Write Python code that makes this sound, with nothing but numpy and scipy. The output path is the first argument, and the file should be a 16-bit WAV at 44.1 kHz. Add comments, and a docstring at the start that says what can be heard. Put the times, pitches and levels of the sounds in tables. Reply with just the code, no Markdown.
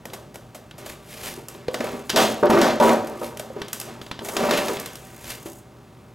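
"""A plastic litter tray knocks and judders in a wire cage as a ferret squirms under it, lifts it, lets it
tumble and shoves it along. The tray sticks and slips on the gritty cage pan and cracks its rim on the cage;
paper litter rustles and ticks inside it. Claws scratch the hollow pan, dry taps sound on the bars near the
microphone, and the ferret's body brushes the plastic. A close stereo microphone stands just outside the bars,
facing the cage, in a fairly live room with a faint hum."""
import sys
import numpy as np
from scipy import signal
from scipy.fft import rfft, irfft, next_fast_len
from scipy.io import wavfile
from scipy.ndimage import uniform_filter1d, minimum_filter1d

SR = 44100
rng = np.random.default_rng(int(sys.argv[2]) if len(sys.argv) > 2 else 0)


def store_pcm(level_fs):
    """Save levels as 16-bit WAV."""
    pcm = np.round(np.clip(level_fs, -1, 1) * 32767).astype(np.int16)
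    wavfile.write(sys.argv[1], SR, np.atleast_2d(pcm).T)


N = 270774
T = np.arange(N) / SR

# spectrum of a small, bright tick: frequency_hz, level_db
TICK_SPECTRUM = [(3000, -4), (6000, 4.5), (7500, 5), (10000, 4), (13000, 5.5), (16000, -6.5)]


def from_db(db):
    """Decibels to gain."""
    return 10 ** (np.asarray(db) / 20)


def rms_one(x):
    """Scale to unit rms."""
    return x / np.sqrt(np.mean(x ** 2) + 1e-20)


def peak_one(x, size=180):
    """Scale so that the loudest few milliseconds have unit rms."""
    return x / np.sqrt(uniform_filter1d(x * x, size).max())


def steady(x, size=1300):
    """Hold the strength of a sound even over a few hundredths of a second."""
    return x / np.sqrt(uniform_filter1d(x * x, size) + 1e-9)


def add(track, start_s, sound):
    """Mix a sound into a track."""
    start = max(round(start_s * SR), 0)
    track[..., start:start + sound.shape[-1]] += sound[..., :N - start]


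def at_hz(points, hz):
    """Read a table on a log-frequency axis."""
    frequencies, values = np.transpose(points)
    return np.interp(np.log(np.maximum(hz, 1)), np.log(frequencies), values)


def colour(x, spectrum, size=4096):
    """Causal (minimum-phase) filter with the given spectrum and unit energy."""
    gain = from_db(at_hz(spectrum, np.fft.rfftfreq(size, 1 / SR)))
    cepstrum = irfft(np.log(gain))
    cepstrum[1:size // 2] *= 2
    cepstrum[size // 2 + 1:] = 0
    response = irfft(np.exp(rfft(cepstrum)))
    return signal.oaconvolve(x, response / np.linalg.norm(response))[:len(x)]


def resonate(x, hz, width_hz):
    """Two-pole resonance with gain 1 on top."""
    radius = np.exp(-np.pi * width_hz / SR)
    feedback = [1, -2 * radius * np.cos(2 * np.pi * hz / SR), radius ** 2]
    return signal.lfilter(np.array([1, 0, -1]) * (1 - radius ** 2) / 2, feedback, x + 1e-18)


def grains(per_s, spread_db, clump_db, clumps_per_s):
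    """Tiny slips of uneven, bounded size that come in clumps; rms 1."""
    size_db = spread_db * rng.exponential(1, N)
    size_db += clump_db * np.interp(T * clumps_per_s, np.arange(N), rng.standard_normal(N))
    sizes = rng.choice([-1, 1], N) * from_db(np.minimum(size_db, 13))
    return rms_one(sizes * (rng.random(N) < per_s / SR))


def burst(t60, attack_s=0.0012, size=8192):
    """The dying chatter of one contact."""
    t = T[:size]
    return rng.standard_normal(size) * from_db(-60 * t / max(t60, .003)) * (1 - np.exp(-t / attack_s))


def strike(spectrum, t60):
    """One contact in two rows: the direct chatter, and a pulse of equal energy that excites the room."""
    direct = peak_one(colour(burst(t60), spectrum))
    pulse = colour(signal.unit_impulse(len(direct)), spectrum)
    return np.array([direct, np.linalg.norm(direct) * pulse])


def stroke(start, held, swell_s, fade_s):
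    """A movement swells to full strength at its start time, holds and fades."""
    return np.exp(-np.maximum(start - T, 0) / swell_s - np.maximum(T - start - held, 0) / fade_s)


def room_tone(air_db=-49.5, hum_db=-51.5, hum_hz=119.6, waver_hz=5.7):
    """Soft room noise and a wavering hum."""
    # spectrum of the quiet room: frequency_hz, level_db
    air_spectrum = [(25, -46), (55, 3.5), (90, -4), (130, 3), (260, -5), (700, -15), (2000, -24.5),
                    (16000, -38)]
    hum = from_db(hum_db) * steady(resonate(rng.standard_normal(N), hum_hz, waver_hz))
    return from_db(air_db) * colour(rng.standard_normal(N), air_spectrum) + hum


def motion(floor_db=(-47, -58, -63.5), push_rustle_db=-10.5, settle_db=-19.5, settle_s=0.35):
    """Strength of pushes, spills and tumbles over a faint, steady floor; rows (judder, scrape, rustle)."""
    # the ferret pushes and the tray slides: full_force_s, held_s, judder_db, scrape_db
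    pushes = [(0.14, 0.036, -40, -53), (0.84, 0.022, -37, -44.5), (1.16, 0.2, -39, -55),
              (1.5, 0.12, -43.5, -48.5), (1.849, 0.018, -27.5, -33), (3.6, 0.017, -34.5, -42.5),
              (3.88, 0.022, -32.5, -42), (4.412, 0.087, -16.5, -29.5), (4.53, 0.027, -20, -23),
              (4.74, .05, -36, -36), (5.04, 0.35, -43.5, -48)]
    # litter shifts and trickles: start_s, held_s, rustle_db
    spills = [(1.728, 0.27, -45.5), (2.053, 0.064, -48), (3.727, 0.056, -51), (4.02, .06, -49),
              (4.246, 0.52, -36), (4.912, 0.68, -47)]
    # the tray drops, tips and skids: start_s, judder_db, scrape_db, rustle_db, held_s, t60_s
    tumbles = [(2.169, -13.5, -20, -23.5, 0.059, 0.38), (2.434, -18.5, -31, -55, 0.045, 0.062),
               (2.498, -7.5, -23.5, -34.5, .11, 0.079), (2.655, -16.5, -25.5, -39, 0.064, 0.18),
               (2.808, -7, -22, -26.5, 0.071, 0.38)]
    power = np.outer(from_db(floor_db), np.ones(N)) ** 2
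    for start, held, judder_db, scrape_db in pushes:
        force = stroke(start, held, swell_s=0.053, fade_s=0.11)
        power += np.outer(from_db([judder_db, scrape_db, scrape_db + push_rustle_db]), force) ** 2
    for start, held, rustle_db in spills:
        power[2] += (from_db(rustle_db) * stroke(start, held, swell_s=0.015, fade_s=0.02)) ** 2
    for start, judder_db, scrape_db, rustle_db, held, t60 in tumbles:
        after = np.maximum(T - start - held, 0)
        settling = from_db(settle_db) * np.exp(-after / settle_s)
        shape = (T >= start) * np.maximum(from_db(-60 * after / t60), settling)
        power += np.outer(from_db([judder_db, scrape_db, rustle_db]), shape) ** 2
    return np.sqrt(power)


def tray(force, wall_db=-25):
    """The tray rings in its modes over the broad, damped response of its walls."""
    # resonances of the tray on the cage pan: pitch_hz, width_hz, level_db
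    modes = [(221.8, 19, 5), (277, 11.5, 0), (344.6, 9.1, 8.5), (403.6, 15.2, 4.5), (459.6, 10.6, 2),
             (530, 35, -2.5), (590.7, 21.3, 2.5), (678, 39, -2.5), (758, 10.6, 2.5), (797, 4.6, -1),
             (873, 46, -12.5), (977, 25, -11), (1085, 8.1, -20), (1166, 17, -5.5)]
    # response of the plastic walls: frequency_hz, level_db
    wall_spectrum = [(40, -35), (80, -17.5), (140, -17), (200, -10.5), (550, -4), (900, 1.5), (1300, -1.5),
                     (2500, -20), (6000, -115)]
    ring = sum((-1) ** k * from_db(db) * resonate(force, hz, width)
               for k, (hz, width, db) in enumerate(modes))
    return ring + from_db(wall_db) * colour(force, wall_spectrum)


def rim(scrape, width_hz=40):
    """Grit under the tray also sets the rim ringing."""
    # stiff upper modes of the rim: pitch_hz, gain_db
    modes = [(1400, -19), (1824, -17), (2126, -8), (2660, 2.5), (3170, -32), (3493, -2), (4215, 0)]
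    return scrape + sum(from_db(db) * resonate(scrape, hz, width_hz) for hz, db in modes)


def sliding(judder_db=-6.0, scrape_db=-5.5, rustle_db=-7.0, crackle_db=-13.0):
    """Stick and slip shakes the tray, grit scratches the pan, pellets roll and snap on each other."""
    # spectra of grit on the pan and of paper litter: frequency_hz, level_db
    scrape_spectrum = [(400, -9), (1100, 2.5), (1500, 4.5), (2100, 4), (3100, 0), (5600, -6.5),
                       (8000, -31.5), (16000, -40)]
    rustle_spectrum = [(2500, -32), (5000, -12), (6400, 10.5), (8000, 9.5), (11000, 7), (15500, 3)]
    shaking, scraping, stirring = motion()
    slips = grains(per_s=1000, spread_db=4.0, clump_db=6.0, clumps_per_s=90)
    grit = grains(per_s=6000, spread_db=2.0, clump_db=2.0, clumps_per_s=170)
    crackle = from_db(crackle_db) * grains(per_s=80, spread_db=4.0, clump_db=-6.0, clumps_per_s=7.7)
    judder = steady(tray(slips), size=900)
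    scrape = steady(rim(colour(grit, scrape_spectrum))) + colour(crackle, scrape_spectrum)
    rustle = steady(colour(grit, rustle_spectrum)) + colour(crackle, rustle_spectrum)
    return (from_db(judder_db) * shaking * judder
            + from_db(scrape_db) * scraping * scrape
            + from_db(rustle_db) * stirring * rustle)


def stray_pellets(level_db=-52, stir_exponent=0.41, t60=0.018):
    """Single pellets drop at random, the louder the more the litter is stirred."""
    rustle = motion()[2]
    drops = grains(per_s=55, spread_db=3.5, clump_db=-1.5, clumps_per_s=36)
    stirred = (rustle / rustle.max()) ** stir_exponent
    ticks = signal.oaconvolve(drops * (stirred - stirred.min()), burst(t60, attack_s=0.00038))[:N]
    return from_db(level_db) * rms_one(colour(ticks, TICK_SPECTRUM))


def click(treble_db, body_db, t60):
    """A hard contact: a clack of plastic, a bright tick and a hollow note of the cage pan."""
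    # spectra of struck plastic and of the pan: frequency_hz, level_db
    clack_spectrum = [(400, -1.5), (1200, 2.5), (2200, 1.5), (3300, 6), (4500, 1.5), (6500, -1.5),
                      (9000, -11), (16000, -24.5)]
    pan_spectrum = [(80, -16.5), (200, -1.5), (320, 0.5), (430, 0.5), (600, 8.5), (800, 2), (1100, -5),
                    (2500, -7), (6000, -52.5)]
    clack = from_db(-4.5) * strike(clack_spectrum, t60)
    tick = from_db(treble_db + 3.5) * strike(TICK_SPECTRUM, 0.87 * t60)
    thud = from_db(body_db + 2.5) * strike(pan_spectrum, t60)
    return clack + tick + thud


def hard_contacts():
    """Claws, pellets and the rim each click with a touch of their own; rows (direct, to the room)."""
    # claws scratch on the hollow pan: start_s, level_db, t60_s
    scratches = [(0.054, -34, .018), (0.1326, -35, 0.092), (0.3414, -44, 0.089), (0.3561, -38.5, 0.023),
                 (0.5457, -40.5, 0.13), (0.7791, -44, 0.3), (0.8604, -36, 0.058), (2.501, -27.5, 0.036),
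                 (3.0704, -37.5, 0.04), (3.3946, -30.5, 0.032), (4.2463, -37, 0.18), (4.2839, -31.5, 0.095),
                 (5.458, -41, 0.16)]
    # loose pellets tick on the plastic: start_s, level_db, treble_db
    pellets = [(1.4839, -36, 2), (1.8426, -33.5, -7), (3.372, -31, -7.5), (3.682, -35, -7),
               (3.7301, -25.5, -1), (3.7995, -39, 9.5), (3.813, -30.5, -5), (4.798, -37, 5.5),
               (4.859, -27, -7), (4.9548, -33, -6.5), (5.2426, -35, -11)]
    # the tray's rim cracks against the cage: start_s, level_db, body_db
    cracks = [(1.7422, -22, -4), (1.8048, -29, 3), (2.0941, -18, -21), (2.0999, -15, -28),
              (2.16, -1.5, -11.5), (2.614, -7, 0.5), (2.7996, -12, -7), (2.8907, -18.5, 6),
              (4.366, -16.5, -9.5), (4.435, -30, 5), (4.5088, -15.5, -5.5), (4.535, -22, 0),
              (4.6817, -21.5, -7.5)]
    out = np.zeros((2, N))
    for start, db, t60 in scratches:
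        add(out, start, from_db(db) * click(treble_db=-6, body_db=-1.5, t60=t60))
    for start, db, treble_db in pellets:
        add(out, start, from_db(db) * click(treble_db, body_db=-16, t60=0.017))
    for start, db, body_db in cracks:
        add(out, start, from_db(db) * click(treble_db=-18, body_db=body_db, t60=0.031))
    return out


def wire_taps(gain_db=1.5, t60=0.023):
    """Short, damped taps on the cage bars close to the microphone; rows (direct, to the room)."""
    # dry taps on the cage: start_s, level_db
    taps = [(0.0997, -43), (0.71, -40), (1.5486, -44), (1.6817, -30), (3.6164, -26.5), (4.0142, -33.5),
            (4.064, -39), (4.1127, -25.5), (4.1905, -31), (4.574, -25), (4.586, -26.5), (4.7684, -30.5)]
    # spectrum of the taps on the bars: frequency_hz, level_db
    tap_spectrum = [(300, 5.5), (1800, -2), (2400, -3), (3300, 1), (4200, -1.5), (6000, -11.5), (9000, -20),
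                    (16000, -28)]
    out = np.zeros((2, N))
    for start, db in taps:
        add(out, start, from_db(db + gain_db) * strike(tap_spectrum, t60))
    return out


def body_scuffs():
    """The ferret's body brushes along the plastic, swells to a gritty hiss and lets go."""
    # brushes against the tray: peak_s, level_db, swell_s, fade_s
    brushes = [(0.896, -37.5, 0.017, 0.032), (1.125, -41, 0.042, 0.071), (1.265, -31.5, 0.042, 0.059),
               (3.248, -37, 0.039, 0.037), (4.58, -29.5, 0.013, 0.021), (5.311, -31.5, 0.04, 0.031)]
    # spectrum of the brushing: frequency_hz, level_db
    scuff_spectrum = [(600, 0.5), (1400, -2), (2300, 2.5), (4500, -2.5), (8000, -4), (12500, -3.5),
                      (16000, -14.5)]
    pressure = sum(from_db(db) * np.exp(-np.maximum((peak - T) / swell, (T - peak) / fade))
                   for peak, db, swell, fade in brushes)
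    friction = grains(per_s=21000, spread_db=3.0, clump_db=4.5, clumps_per_s=200)
    return pressure * steady(colour(friction, scuff_spectrum))


def tray_knocks(gain_db=1.5, contact_t60=0.012, flex_t60=0.061, rattle_t60=0.13, rattle_width_hz=700):
    """A wall flexes with one short note, and the whole tray rattles after it."""
    # dull knocks of the tray: start_s, level_db, pitch_hz, rattle_over_note_db
    knocks = [(1.377, -35.5, 374, -4), (1.545, -38, 343, 4), (1.684, -18.5, 490, -19),
              (1.802, -26.5, 265, -5), (1.84, -24, 499, -9), (1.935, -29.5, 264, -1), (2.133, -23, 213, 5),
              (2.164, -7.5, 652, -7), (2.428, -10, 424, 3), (2.8, -4, 600, -1.5), (3.215, -26, 520, -1),
              (3.503, -31, 533, -36), (3.564, -27, 414, -9.5), (4.208, -32.5, 347, 12),
              (4.365, -28, 960, -6), (4.684, -24.5, 356, 20.5), (5.458, -30, 348, -6.5)]
    push = from_db(-60 * T[:8192] / contact_t60)
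    flex_width_hz = np.log(1000) / np.pi / flex_t60
    out = np.zeros(N)
    for start, db, hz, rattle_db in knocks:
        flex = peak_one(resonate(push, hz, flex_width_hz))
        rattle = peak_one(resonate(tray(burst(rattle_t60)), hz, rattle_width_hz))
        add(out, start, from_db(db + gain_db) * peak_one(flex + from_db(rattle_db) * rattle))
    return out


def room_reverb(send, build_s=0.0023, size=40000, bands=8):
    """Diffuse reflections build up and die band by band."""
    # decay of the room: frequency_hz, t60_s
    decay = [(150, 0.73), (600, 0.62), (3000, 0.51), (8000, 0.45), (15000, 0.21)]
    edges = np.geomspace(80, 17000, bands + 1)
    t, tail = T[:size], np.zeros(size)
    for low, high in zip(edges, edges[1:]):
        band_pass = signal.butter(2, [low, high], "band", fs=SR, output="sos")
        band = signal.sosfilt(band_pass, rng.standard_normal(size))
        tail += band * from_db(-60 * t / at_hz(decay, np.sqrt(low * high)))
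    tail *= 1 - np.exp(-t / build_s)
    return signal.oaconvolve(send, tail / np.linalg.norm(tail))[:N]


def limit(x, ceiling=0.5, size=130):
    """A quick limiter ducks for a few milliseconds around each loud peak."""
    gain = np.minimum(1, ceiling / (np.abs(x).max(axis=0) + 1e-9))
    return x * uniform_filter1d(minimum_filter1d(gain, size), size)


def scene(click_room_db=-4.0, knock_room_db=-7.5, tap_room_db=-7.5, rub_room_db=-11.0, width_db=-22.0):
    """The cage is close and straight ahead of the microphone; only the room has some width."""
    clicks, click_send = hard_contacts()
    taps, tap_send = wire_taps()
    knocks = tray_knocks()
    rubs = sliding() + body_scuffs()
    send = (from_db(click_room_db) * click_send + from_db(knock_room_db) * knocks
            + from_db(tap_room_db) * tap_send + from_db(rub_room_db) * rubs)
    mid = clicks + knocks + taps + rubs + stray_pellets() + room_reverb(send) + room_tone()
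    side = from_db(width_db) * room_reverb(send)
    return np.array([mid + side, mid - side])


def record(dry, cutoff_hz=16000):
    """Two close microphone ports differ a little in phase; peaks are limited and the top is cut."""
    # phase of the left port against the right: frequency_hz, lead_rad
    port_lead = [(60, -0.031), (500, -0.47), (1500, -0.49), (4000, -0.38), (12000, -0.051)]
    size = next_fast_len(N + 4096)
    lead = at_hz(port_lead, np.fft.rfftfreq(size, 1 / SR))
    phase_shift = np.exp(.5j * lead * np.array([[1], [-1]]))
    ports = irfft(rfft(dry, size) * phase_shift, size)[:, :N]
    low_pass = signal.ellip(10, .2, 80, cutoff_hz, fs=SR, output="sos")
    return signal.sosfilt(low_pass, limit(ports))


dry = scene()
out = record(dry)
store_pcm(out)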